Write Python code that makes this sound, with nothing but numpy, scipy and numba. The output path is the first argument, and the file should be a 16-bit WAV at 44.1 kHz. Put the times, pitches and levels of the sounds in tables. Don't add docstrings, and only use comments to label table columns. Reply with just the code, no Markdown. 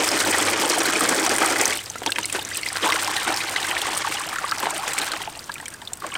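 import sys
import numpy as np
from scipy import signal
from scipy.fft import rfft, irfft, next_fast_len
from scipy.io import wavfile
from scipy.ndimage import uniform_filter1d, map_coordinates
from numba import njit

SR = 44100
rng = np.random.default_rng(int(sys.argv[2]) if len(sys.argv) > 2 else 0)


def generate_wav(signal):
    frames = np.transpose(np.atleast_2d(signal))
    scaled = np.clip(frames, -1, 1) * 32767
    pcm = np.round(scaled).astype(np.int16)
    wavfile.write(sys.argv[1], SR, pcm)


def field_ratio(decibels):
    return 10 ** (np.asarray(decibels, dtype=float) / 20)


N = 272097

# t/s, level/dB
FALLING_WATER = [(0.0, -22), (1.0, -23.5), (1.74, -25), (1.83, -38.5), (2.06, -40), (2.3, -36),
                 (2.35, -30.5), (2.44, -39.5), (2.54, -32), (2.73, -34.5), (2.85, -26.5), (3.3, -29),
                 (4.14, -29.5), (4.36, -36.5), (5.05, -29), (5.34, -42), (5.95, -49.5), (6.17, -43)]
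# t/s, gurgle level/dB, boom level/dB
WAVES = [(0.345, -25, -32), (0.7, -43, -27), (1.01, -40, -23.5), (1.12, -45, -21), (1.42, -19, -34),
         (1.65, -48, -34), (2.02, -55, -42), (2.07, -54, -31), (2.19, -53, -35.5), (2.35, -38, -30),
         (2.385, -43, -54), (2.845, -20, -24.5), (2.95, -25.5, -54), (3.1, -27, -39), (3.277, -21, -28),
         (3.56, -28, -46), (3.7, -26, -36), (3.88, -29, -31.5), (4.05, -31, -54), (4.31, -53, -41),
         (4.638, -25, -28.5), (4.68, -45, -53), (5.0, -30.5, -40), (5.14, -30, -39), (6.037, -36, -35),
         (6.16, -27, -47)]

# t/s, level/dB (peak), fizz f/Hz, body level/dB
STREAM_DROPS = [(0.088, -8, 4940, -23), (0.1147, -11.5, 4870, -21), (0.312, -10, 9080, -15),
                (0.382, -6.5, 8200, -13), (0.4234, -9, 8200, -15), (0.698, -5.5, 5500, -18),
                (0.7178, -16, 4180, -15), (1.0064, -7, 8440, -7), (1.0897, -4, 7850, -15),
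                (1.263, -8, 6060, -14), (1.293, -8, 5260, -20), (1.3828, -7.5, 9200, 3),
                (1.4594, -6, 8300, -14), (1.612, -5, 5700, -5), (1.6545, -4, 6200, -22),
                (1.677, -9.5, 8230, -15)]
DRIBBLE_DROPS = [(1.755, -18, 9000, -21), (1.7723, -21, 3520, -21), (1.899, -16.5, 6140, -28),
                 (2.0336, -35, 4310, 17), (2.0617, -11, 4700, -10), (2.103, -15, 8300, -13),
                 (2.119, -10.5, 3670, -2), (2.158, -23, 5560, 5), (2.1865, -13.5, 9000, -9),
                 (2.2108, -23, 6270, -20), (2.231, -19, 6000, -19), (2.2549, -9.5, 9300, -27),
                 (2.282, -26, 8720, -7), (2.2986, -16, 8200, -26), (2.325, -11, 8540, -10),
                 (2.363, -20, 9300, 10.5), (2.3913, -18, 3600, -11), (2.449, -17, 5900, -15),
                 (2.488, -17.5, 7600, -15), (2.5448, -19, 7400, -19), (2.557, -17.5, 8110, -18),
                 (2.5702, -10.5, 7940, -24), (2.6117, -21.5, 7400, -15), (2.6588, -18, 8700, -1),
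                 (2.6857, -16, 4960, -17), (2.728, -15.5, 9200, -14), (2.763, -17, 5200, -9),
                 (2.769, -16.5, 4300, 10)]
HAND_DROPS = [(2.8697, -23, 3600, 4), (2.941, -17, 8940, -6), (3.023, -15, 8700, -5),
              (3.0747, -13.5, 4570, -5), (3.164, -12.5, 3900, -6), (3.362, -17.5, 4870, -15),
              (3.561, -18, 4000, 11), (3.6277, -16, 3850, -3), (3.7785, -17, 3450, -8),
              (3.8168, -12, 3450, -8), (3.8689, -18, 8060, 10.5), (3.9313, -18.5, 4190, -3),
              (3.968, -17, 9000, -20), (3.9742, -9, 8350, -12), (4.512, -13.5, 5230, -12),
              (4.5816, -18, 5500, -15), (4.656, -25, 3700, 16), (4.705, -14, 7900, -14),
              (4.778, -16, 9170, -14), (4.878, -12, 7040, 3), (4.933, -13, 7900, -14),
              (4.9795, -14, 8400, 0), (5.015, -16, 4030, -12), (5.117, -14, 3870, -15),
              (5.217, -21, 3320, -7)]
LAST_DROPS = [(5.373, -25, 7500, -14), (5.391, -23, 4900, -17), (5.4406, -27.5, 5770, -18),
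              (5.517, -23, 4600, -25), (5.54, -20, 9260, -22), (5.5806, -27, 3380, 3),
              (5.656, -22.5, 6500, -8), (5.681, -18, 9000, -15), (5.7023, -25, 8800, -15),
              (5.738, -22, 8800, -19), (5.816, -28, 3900, -13), (5.8746, -27, 3670, -29),
              (5.9323, -14, 7400, -34), (5.9716, -29, 9000, -18), (6.0035, -33, 4580, -9),
              (6.065, -21, 7500, -2), (6.0889, -29, 6070, -12), (6.1396, -22, 8660, 0)]
# t/s, level/dB (peak), fizz f/Hz
LIGHT_DROPS = [(0.0583, -21, 8900), (0.189, -12.5, 4250), (0.202, -9.5, 4250), (0.2485, -14, 4200),
               (0.2739, -14.5, 5640), (0.2932, -22, 7560), (0.472, -15, 4200), (0.6115, -21, 4810),
               (0.6325, -15, 9100), (0.6576, -14.5, 9250), (0.783, -8.5, 8400), (0.8034, -14, 5740),
               (0.8295, -20, 8600), (0.854, -14.5, 3960), (0.934, -18, 8140), (0.9921, -15, 8840),
               (1.1456, -12, 8650), (1.1623, -15, 5400), (1.1967, -10.5, 7440), (1.2388, -15, 5430),
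               (1.314, -16, 6060), (1.3399, -14, 8740), (1.362, -8.5, 8600), (1.403, -15, 8670),
               (1.504, -18, 7170), (1.523, -14.5, 5200), (1.7043, -16, 5540), (1.8585, -22.5, 5170),
               (1.983, -23, 6300),
               (2.8998, -16, 3760), (2.9213, -15.5, 5270), (2.9513, -17, 8830), (2.9951, -23, 4150),
                    (3.045, -17, 5060), (3.1794, -22, 4200), (3.2485, -25, 3630), (3.2765, -20, 8700),
                    (3.324, -22, 3790), (3.341, -16, 5240), (3.3715, -12.5, 5270), (3.4786, -23, 3520),
                    (3.6875, -18, 9070), (3.7335, -30, 3900), (3.949, -18, 5700), (4.114, -20, 8450),
                    (4.142, -21, 4990), (4.1779, -25, 4300), (4.196, -20, 8900), (4.288, -18.5, 4550),
                    (4.3316, -22, 8890), (4.357, -19, 8060), (4.3844, -22, 6760), (4.4503, -23, 9000),
                    (4.477, -27, 4100), (4.4928, -20, 5050), (4.593, -22, 3900), (4.6284, -21, 7910),
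                    (4.7446, -20, 8680), (4.907, -22, 7680), (4.9852, -9, 7540), (5.6111, -27, 7940),
                    (5.8506, -33, 4650), (5.9534, -33, 7840), (6.11, -32, 7440)]
# t/s, level/dB (peak), f/Hz
FLAT_DROPS = [(0.3441, -3, 2000), (1.2632, 0.5, 1730), (1.9555, -11.5, 650), (2.018, -9, 500),
              (2.0614, -2, 1740), (2.184, 2, 1780), (2.9216, 1, 2010), (3.0752, -6, 1840),
              (4.6298, -5, 1490), (4.669, -2, 905), (4.979, -4.5, 2100), (6.1529, -8, 2270)]
# t/s, level/dB (peak)
FINE_DROPLETS = [(1.7724, -17), (1.8392, -26), (2.0328, -27), (2.3306, -21), (2.4259, -22), (2.574, -16),
                 (3.031, -18), (3.231, -22), (3.706, -21), (4.339, -24), (4.6012, -17.5), (4.9337, -21),
                 (5.0659, -21), (5.5144, -40), (5.9718, -31), (6.0018, -27)]

# t/s, level/dB (peak), f/Hz
STREAM_BUBBLES = [(0.034, -18, 2530), (0.344, -0.5, 1900), (0.482, -11, 2250), (0.663, -6.5, 507),
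                  (0.736, -10, 1560), (0.854, -8, 1490), (0.954, -6, 2400), (1.008, 1, 1250),
                  (1.274, -6, 760), (1.417, -2, 1250), (1.489, -8, 766), (1.558, -5, 1940),
                  (1.604, -7, 1980)]
DRIBBLE_BUBBLES = [(1.789, -15.5, 3000), (1.956, -12, 1340), (2.018, -15, 750), (2.061, -5.5, 880),
                   (2.092, -12.5, 1590), (2.122, -14, 2760), (2.158, -11.5, 2550), (2.16, -13, 1770),
                   (2.185, -14, 946), (2.228, -16, 2970), (2.244, -14, 2180), (2.296, -17.5, 2570),
                   (2.348, -7.5, 1490), (2.369, -15, 1470), (2.385, -12, 840), (2.394, -20, 2870),
                   (2.415, -25, 1660), (2.476, -20, 1700), (2.513, -11, 1920), (2.55, -18, 2600),
                   (2.63, -13, 2170), (2.661, -10.5, 2060), (2.683, -23, 2400), (2.701, -16, 1810),
                   (2.756, -8, 1440)]
HAND_BUBBLES = [(2.83, -12.5, 3180), (2.869, -2, 852), (2.89, -8, 1080), (2.904, -7, 1150),
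                (2.922, -5.5, 2050), (2.965, -12, 1070), (3.025, -10.5, 1490), (3.079, -5.5, 1040),
                (3.164, -10, 3960), (3.27, -9, 794), (3.316, -14, 1010), (3.403, -11.5, 2460),
                (3.561, -7, 2110), (3.645, -8.5, 1600), (3.711, -9.5, 1920), (3.765, -7.5, 1870),
                (3.815, -12, 3470), (3.853, -14.5, 1110), (3.885, -11, 777), (3.93, -11, 970),
                (4.045, -11, 1110), (4.12, -13, 2280), (4.071, -11, 890), (4.328, -10, 1230),
                (4.358, -7, 1450), (4.384, -6.5, 1370), (4.441, -4.5, 1147), (4.519, -1.5, 1290),
                (4.63, -10, 1030), (4.668, -4, 800), (4.778, -22, 2000), (4.835, -7, 1075),
                (4.949, -20, 1120), (4.979, -10, 2200), (5.135, -4, 1246)]
LAST_BUBBLES = [(5.275, -9.5, 840), (5.495, -13, 1670), (5.555, -18.5, 2420), (5.6, -16, 1870),
                (5.627, -19, 810), (5.658, -18.5, 2340), (5.742, -25, 1690), (5.82, -21, 843),
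                (5.873, -18, 3570), (5.919, -22, 770), (6.02, -16, 1170), (6.041, -12.5, 1070),
                (6.066, -24, 2210), (6.1, -23, 1720), (6.118, -21, 2940), (6.152, -11, 2350)]
# t/s, level/dB (peak), f/Hz
PAIRED_BUBBLES = [
    (2.068, -13, 720),
    (2.073, -11.5, 3380),
    (5.493, -14, 970),
    (6.046, -11.5, 600),
]
# t/s, level/dB (peak), f/Hz
MORE_BUBBLES = [(0.114, -11, 740), (0.238, -8.5, 1510), (0.26, -6.5, 866), (0.293, -17, 708),
                 (0.386, -7.5, 1250), (0.401, -6.5, 3400), (0.419, -10, 2240), (0.531, -8, 2410),
                 (0.636, -4.5, 850), (0.775, -2.5, 760), (0.833, -13, 724), (0.874, -11, 1770),
                 (0.899, -8, 1510), (0.993, -14, 1270), (1.052, -12, 1720), (1.108, -14, 1600),
                 (1.136, -7, 1770), (1.196, -15, 1200), (1.351, -12, 2000), (1.529, -5.5, 1370),
                 (1.622, -5, 815), (1.667, -13, 1920), (1.723, -8, 2220),
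                 (2.852, -17, 845), (2.939, -18, 1040), (3.172, -8.5, 1880), (3.217, -20, 2270),
                      (3.25, -11, 1320), (3.486, -12.5, 2190), (3.63, -21, 1530), (3.674, -12, 2040),
                      (3.961, -11, 1210), (4.018, -12, 1100), (4.169, -13, 2940), (4.205, -10, 1140),
                      (4.49, -14, 1430), (4.724, -21, 829), (4.868, -8.5, 840), (5.015, -26, 1620),
                      (5.075, -16, 1580), (5.118, -14, 1500), (5.163, -14, 1910), (5.203, -19, 920),
                      (5.216, -19, 1960), (5.235, -21, 1710), (5.322, -28, 783), (5.351, -24, 2830),
                      (5.367, -19, 844), (5.582, -26, 1730), (5.679, -21, 1750), (5.724, -30, 1650),
                      (6.134, -15, 2230),
                 (1.632, -7, 2230), (1.709, -16, 1950), (1.905, -21, 830), (1.976, -21, 2040),
                (2.24, -14, 4190), (2.41, -22, 4660), (2.421, -21, 3700), (2.534, -18, 4900),
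                (2.631, -15, 4430), (3.181, -13, 1780), (3.269, -12, 2210), (3.41, -15, 3900),
                (3.581, -14, 3000), (3.71, -15, 3120), (3.853, -8, 1950), (4.192, -18, 1020),
                (4.234, -19, 3100), (4.506, -17, 1440), (4.896, -17, 1890), (4.916, -15, 1800),
                (4.997, -15, 830), (5.235, -23, 2840), (5.272, -24, 2510), (5.563, -22, 1350),
                (5.599, -23, 880), (5.625, -25, 1720), (5.739, -27, 4710), (5.818, -26, 1780),
                (6.122, -19, 1120), (6.15, -13, 1470)]

# f/Hz, width/Hz, level/dB
BASIN_MODES = [
    (326, 39, 2.5),
    (226, 150, -29),
    (422, 256, -4.5),
]
# f/Hz, width/Hz, level/dB
AIR_MODE = [
    (806, 78, 1),
]
# t/s (delay), level/dB
WALL_ECHOES = [
    (.0019, -13.5),
    (.0031, -18),
    (.0044, -10.5),
]
# f/Hz, width/Hz, level/dB
ECHO_DIPS = [
    (2740, 280, -4.5),
    (3800, 860, -7.5),
]
# f/Hz, level/dB (per Hz)
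GARDEN_HISS = [
    (25, 0.5),
    (130, 1),
    (450, -7),
    (1400, -10),
    (3300, -33),
    (9000, -26.5),
    (16000, -17),
]
# t/s, level/dB
PUMP_HUM = [
    (0.0, -38.5),
    (0.45, -29),
    (0.69, -46),
    (1.03, -39.5),
    (2.47, -39.5),
    (3.86, -42.5),
    (4.05, -39),
    (6.17, -73),
]
# f/Hz, level/dB
MIC_RESPONSE = [(30, -15.5), (100, -7), (300, -6.5), (800, -4.5), (2400, 0), (3000, 2), (6700, -0.5),
                (8700, 3), (11300, -10), (14000, -9), (15900, -19)]

POUR_END_S, POUR_FADE_DB_PER_S = 1.72, 600
LAG_S = 0.000962


def churn():
    spatter_db, gurgle_db, boom_db, froth_db = stirring()
    lumps = wobble(80)

    spatter = swarm(2.9 * lumps + 0.6 * wobble(60), rate=1200, hz=6560, octaves=0.639, cycles=24.0,
                    spread_db=-0.5, rise=0.26, attack=0.051)
    ticks = swarm(lumps, rate=180, hz=6000, octaves=0.68, cycles=3.3,
                  spread_db=2.0, rise=0.12, attack=0.027)

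    when, size = rng.random((2, round(75 * N / SR)))
    flecks = puffs(when * N / SR, -6 * np.log(size + 0.055), t60=0.019, attack=0.00022, low_hz=9000)
    flecks = steady(flecks, span=0.195)

    when, size = rng.random((2, round(170 * N / SR)))
    spray = puffs(when * N / SR, -5 * np.log(size + 0.14), t60=0.019, attack=0.00043, low_hz=4540)
    spray = steady(spray, span=0.14)

    gurgle = swarm(0.6 * lumps + 0.27 * wobble(37), rate=550, hz=1250, octaves=0.588, cycles=20.9,
                   spread_db=1.5, rise=0.884, attack=0.054)
    gurgle = filtered(gurgle, lambda f: 1 + resonances(AIR_MODE)(f))
    froth = swarm(2.6 * lumps, rate=1100, hz=2174, octaves=0.58, cycles=18.2,
                  spread_db=1.5, rise=0.33, attack=0.044)

    thuds = rng.standard_normal(N) * field_ratio(1.64 * lumps + 2.45 * wobble(31))
    boom = steady(filtered(thuds, lambda f: resonances(BASIN_MODES)(f) * f * f / (f * f + 130 ** 2)))

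    mix = field_ratio(spatter_db - 2.5) * (0.5 * ticks + 0.64 * spatter + 0.86 * spray)
    mix += field_ratio(0.75 * spatter_db - 12.5) * flecks
    mix += field_ratio(gurgle_db) * gurgle + field_ratio(froth_db) * froth
    return mix + field_ratio(boom_db + 5.5) * boom


def stirring():
    surge_rise, gurgle_fall, boom_fall = 800, 122, 177
    flow_db, = curves(FALLING_WATER)
    pour_db = slope(POUR_END_S, 0, POUR_FADE_DB_PER_S)
    pour_boom_db = slope(1.675, 0, 252) - 28
    hand_db = -32 + slope(2.724, surge_rise, 0) + slope(5.07, 0, 63)
    gulps = [db + slope(s, surge_rise, gurgle_fall) for s, db, _ in WAVES]
    knocks = [db + slope(s, surge_rise, boom_fall) for s, _, db in WAVES]

    spatter_db = together(flow_db - 1.0, *[db - 11.5 for db in gulps])
    gurgle_db = together(flow_db - 28, pour_db - 29.5, hand_db, *gulps)
    boom_db = together(flow_db - 12, pour_boom_db, *knocks)
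    froth_db = together(pour_db - 34, flow_db - 4)
    return spatter_db, gurgle_db, boom_db, froth_db


def smacks():
    s, db, hz, body_db = impacts()
    u = rng.standard_normal((len(s), 3))
    click = rings(s, 9250, 0.00055, db + 8.0, 0, 0.16)
    click += rings(s, 14700, 0.00065, db + 8.0 + 4 * u[:, 0], 0, 0.18)
    fizz_t60 = 20 * field_ratio(4.2 * np.minimum(u[:, 1], .5)) / hz
    fizz = rings(s - .0002, hz, fizz_t60, db + 4.5, 0.036, 0.12)
    fizz += rings(s + .0008, hz * field_ratio(1.13 * u[:, 2]), 9 / hz, db + 15.0, 0.049, 0.42)
    slap = rings(s, 1700 * field_ratio(2.0 * u[:, 0]), 0.0014, db + body_db + 4.0, -0.24, 0.031)
    return click + fizz + slap + puffs(s, db + 3.0, t60=0.011, attack=0.0029, low_hz=3520)


def impacts():
    s, db, hz, body_db = np.transpose(np.vstack([STREAM_DROPS, DRIBBLE_DROPS, HAND_DROPS, LAST_DROPS]))
    s1, db1, hz1 = np.transpose(np.array(LIGHT_DROPS))
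    light_body_db = np.full(len(s1), -26.0)
    return np.r_[s, s1] + LAG_S, np.r_[db + 5, db1 + 5.5], np.r_[hz, hz1], np.r_[body_db, light_body_db]


def slaps():
    s, db, hz = np.transpose(FLAT_DROPS)
    return rings(s + LAG_S, hz, 2.4 / hz, db + 4.5, 0.11, 0.019)


def droplet_ticks():
    s, db = np.transpose(FINE_DROPLETS)
    click = rings(s, 14300, 0.0015, db + 19, 0, 0.1)
    return click + puffs(s, db + 8.5, t60=0.011, attack=0.0004, low_hz=12000)


def plops():
    s, db, hz = bubbles()
    u = rng.standard_normal((len(s), 3))
    t60 = 0.012 + 11 * field_ratio(4.0 * np.minimum(u[:, 0], 1)) / hz
    pop = rings(s, 0.83 * hz, 0.7 / hz, db + 3.0, 0, 0.096)
    twin_db = db - 11.5 + 1.5 * u[:, 2]
    twin = rings(s + 0.000926, hz * field_ratio(1.3 * u[:, 1]), 0.78 * t60, twin_db, 0.37, 0.033)
    return rings(s - .0003, 0.9466 * hz, t60, db + 0.5, 0.24, 0.21) + twin + pop


def bubbles():
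    staged = [STREAM_BUBBLES, DRIBBLE_BUBBLES, HAND_BUBBLES, LAST_BUBBLES, PAIRED_BUBBLES]
    s, db, hz = np.transpose(np.vstack(staged))
    s1, db1, hz1 = np.transpose(np.array(MORE_BUBBLES))
    return np.r_[s, s1] + LAG_S, np.r_[db + 7, db1 + 5.5], np.r_[hz, hz1]


def basin(x):
    return x + sum(field_ratio(db) * np.roll(x, round(s * SR)) for s, db in WALL_ECHOES)


def standing(x):
    echo = filtered(x, lambda f: sum(resonances([dip])(f) for dip in ECHO_DIPS))
    return x - echo * field_ratio(slope(POUR_END_S, 0, POUR_FADE_DB_PER_S))


def garden():
    hiss = unit(filtered(rng.standard_normal(N), lambda f: field_ratio(along(GARDEN_HISS, f))))
    hum = steady(filtered(rng.standard_normal(N), resonances([(97.7, 1.4, 0)])), span=0.15)
    drone = steady(filtered(rng.standard_normal(N), resonances([(52, 5, 0)])), span=0.3)
    return field_ratio(-39.0) * hiss + field_ratio(-53.5) * drone + field_ratio(curves(PUMP_HUM)[0] - 5.5) * hum


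def swarm(clump_db, rate, hz, octaves, cycles, spread_db, rise, attack):
    s = np.cumsum(rng.exponential(1, size=30000)) / rate
    u, e = rng.standard_normal((2, len(s))), rng.exponential(1, len(s))
    keep = s < N / SR
    s, u, e = s[keep], u[:, keep], np.minimum(e[keep], 4)
    pitch = hz * 2 ** (octaves * u[0])
    life = cycles * field_ratio(2.9 * u[1]) / pitch
    db = spread_db * e + clump_db[(s * SR).astype(int)]
    return steady(rings(s, pitch, life, db, rise, attack))


def rings(s, hz, t60, db, rise, attack):
    out, same = np.zeros(N), np.ones(len(s))
    pitch = np.clip(hz * same, 50, .4 * SR)
    add(out, np.clip(s, 0, None), pitch, t60 * same, field_ratio(db) * same, rise * same, attack, SR)
    return out


@njit
def add(out, s, hz, t60, gain, rise, attack, sr):
    for k in range(len(s)):
        first = int(s[k] * sr)
        for i in range(min(int(t60[k] * sr * .7), len(out) - first)):
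            t = i / sr
            turn = 2 * np.pi * hz[k] * t * (1 + .5 * rise[k] * t / t60[k])
            swell = 1 - np.exp(-t / (attack * t60[k]))
            out[first + i] -= gain[k] * np.sin(turn) * np.exp(-6.9 * t / t60[k]) * swell


def puffs(s, db, t60, attack, low_hz):
    blows = np.bincount((s * SR).astype(int), field_ratio(db), N)[:N]
    t = np.arange(SR // 30) / SR
    fade = signal.fftconvolve(blows, field_ratio(-60 * t / t60) * (1 - np.exp(-t / attack)))[:N]
    return np.abs(fade) * unit(filtered(rng.standard_normal(N), lambda f: f * f / (f * f + low_hz ** 2)))


def resonances(modes):
    return lambda f: sum((-1) ** k * field_ratio(db) * 1j * f * w / (c * c - f * f + 1j * f * w)
                         for k, (c, w, db) in enumerate(modes))


def filtered(x, response):
    m = next_fast_len(N + SR // 2)
    return irfft(rfft(x, m) * response(np.fft.rfftfreq(m, 1 / SR)), m)[..., :N]


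def steady(x, span=0.16):
    return x / np.sqrt(np.abs(uniform_filter1d(x ** 2, int(span * SR))) + 1e-12)


def unit(x):
    return x / np.sqrt(np.mean(x ** 2) + 1e-20)


def wobble(rate):
    knots = rng.standard_normal(int(N * rate / SR) + 4)
    return map_coordinates(knots, [np.arange(N) * rate / SR])


def slope(s, rise, fall):
    t = np.arange(N) / SR - s
    return np.where(t < 0, rise * t, -fall * t)


def together(*levels_db):
    return 10 * np.log10(sum(field_ratio(db) ** 2 for db in levels_db) + 1e-12)


def curves(rows):
    s, *cols = np.transpose(rows)
    return [np.interp(np.arange(N) / SR, s, c) for c in cols]


def along(points, hz):
    f, v = np.transpose(points)
    return np.interp(np.log(hz + 1), np.log(f + 1), v)


def scene():
    drops = basin(smacks() + plops() + slaps() + droplet_ticks())
    drops = filtered(drops, lambda f: (1j * f / (1j * f + 250)) ** 2)
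    water = standing(field_ratio(-1.5) * drops + churn())
    return (water + garden())[None]


def roll_off(x):
    return signal.sosfilt(signal.butter(12, 16990, fs=SR, output="sos"), x)


def record(dry):
    x = filtered(dry, lambda f: field_ratio(along(MIC_RESPONSE, f)))
    x = x / (1 + np.abs(x / .95) ** 4) ** .25
    return roll_off(filtered(x, lambda f: f < 16100))


dry = scene()
out = record(dry)
generate_wav(out)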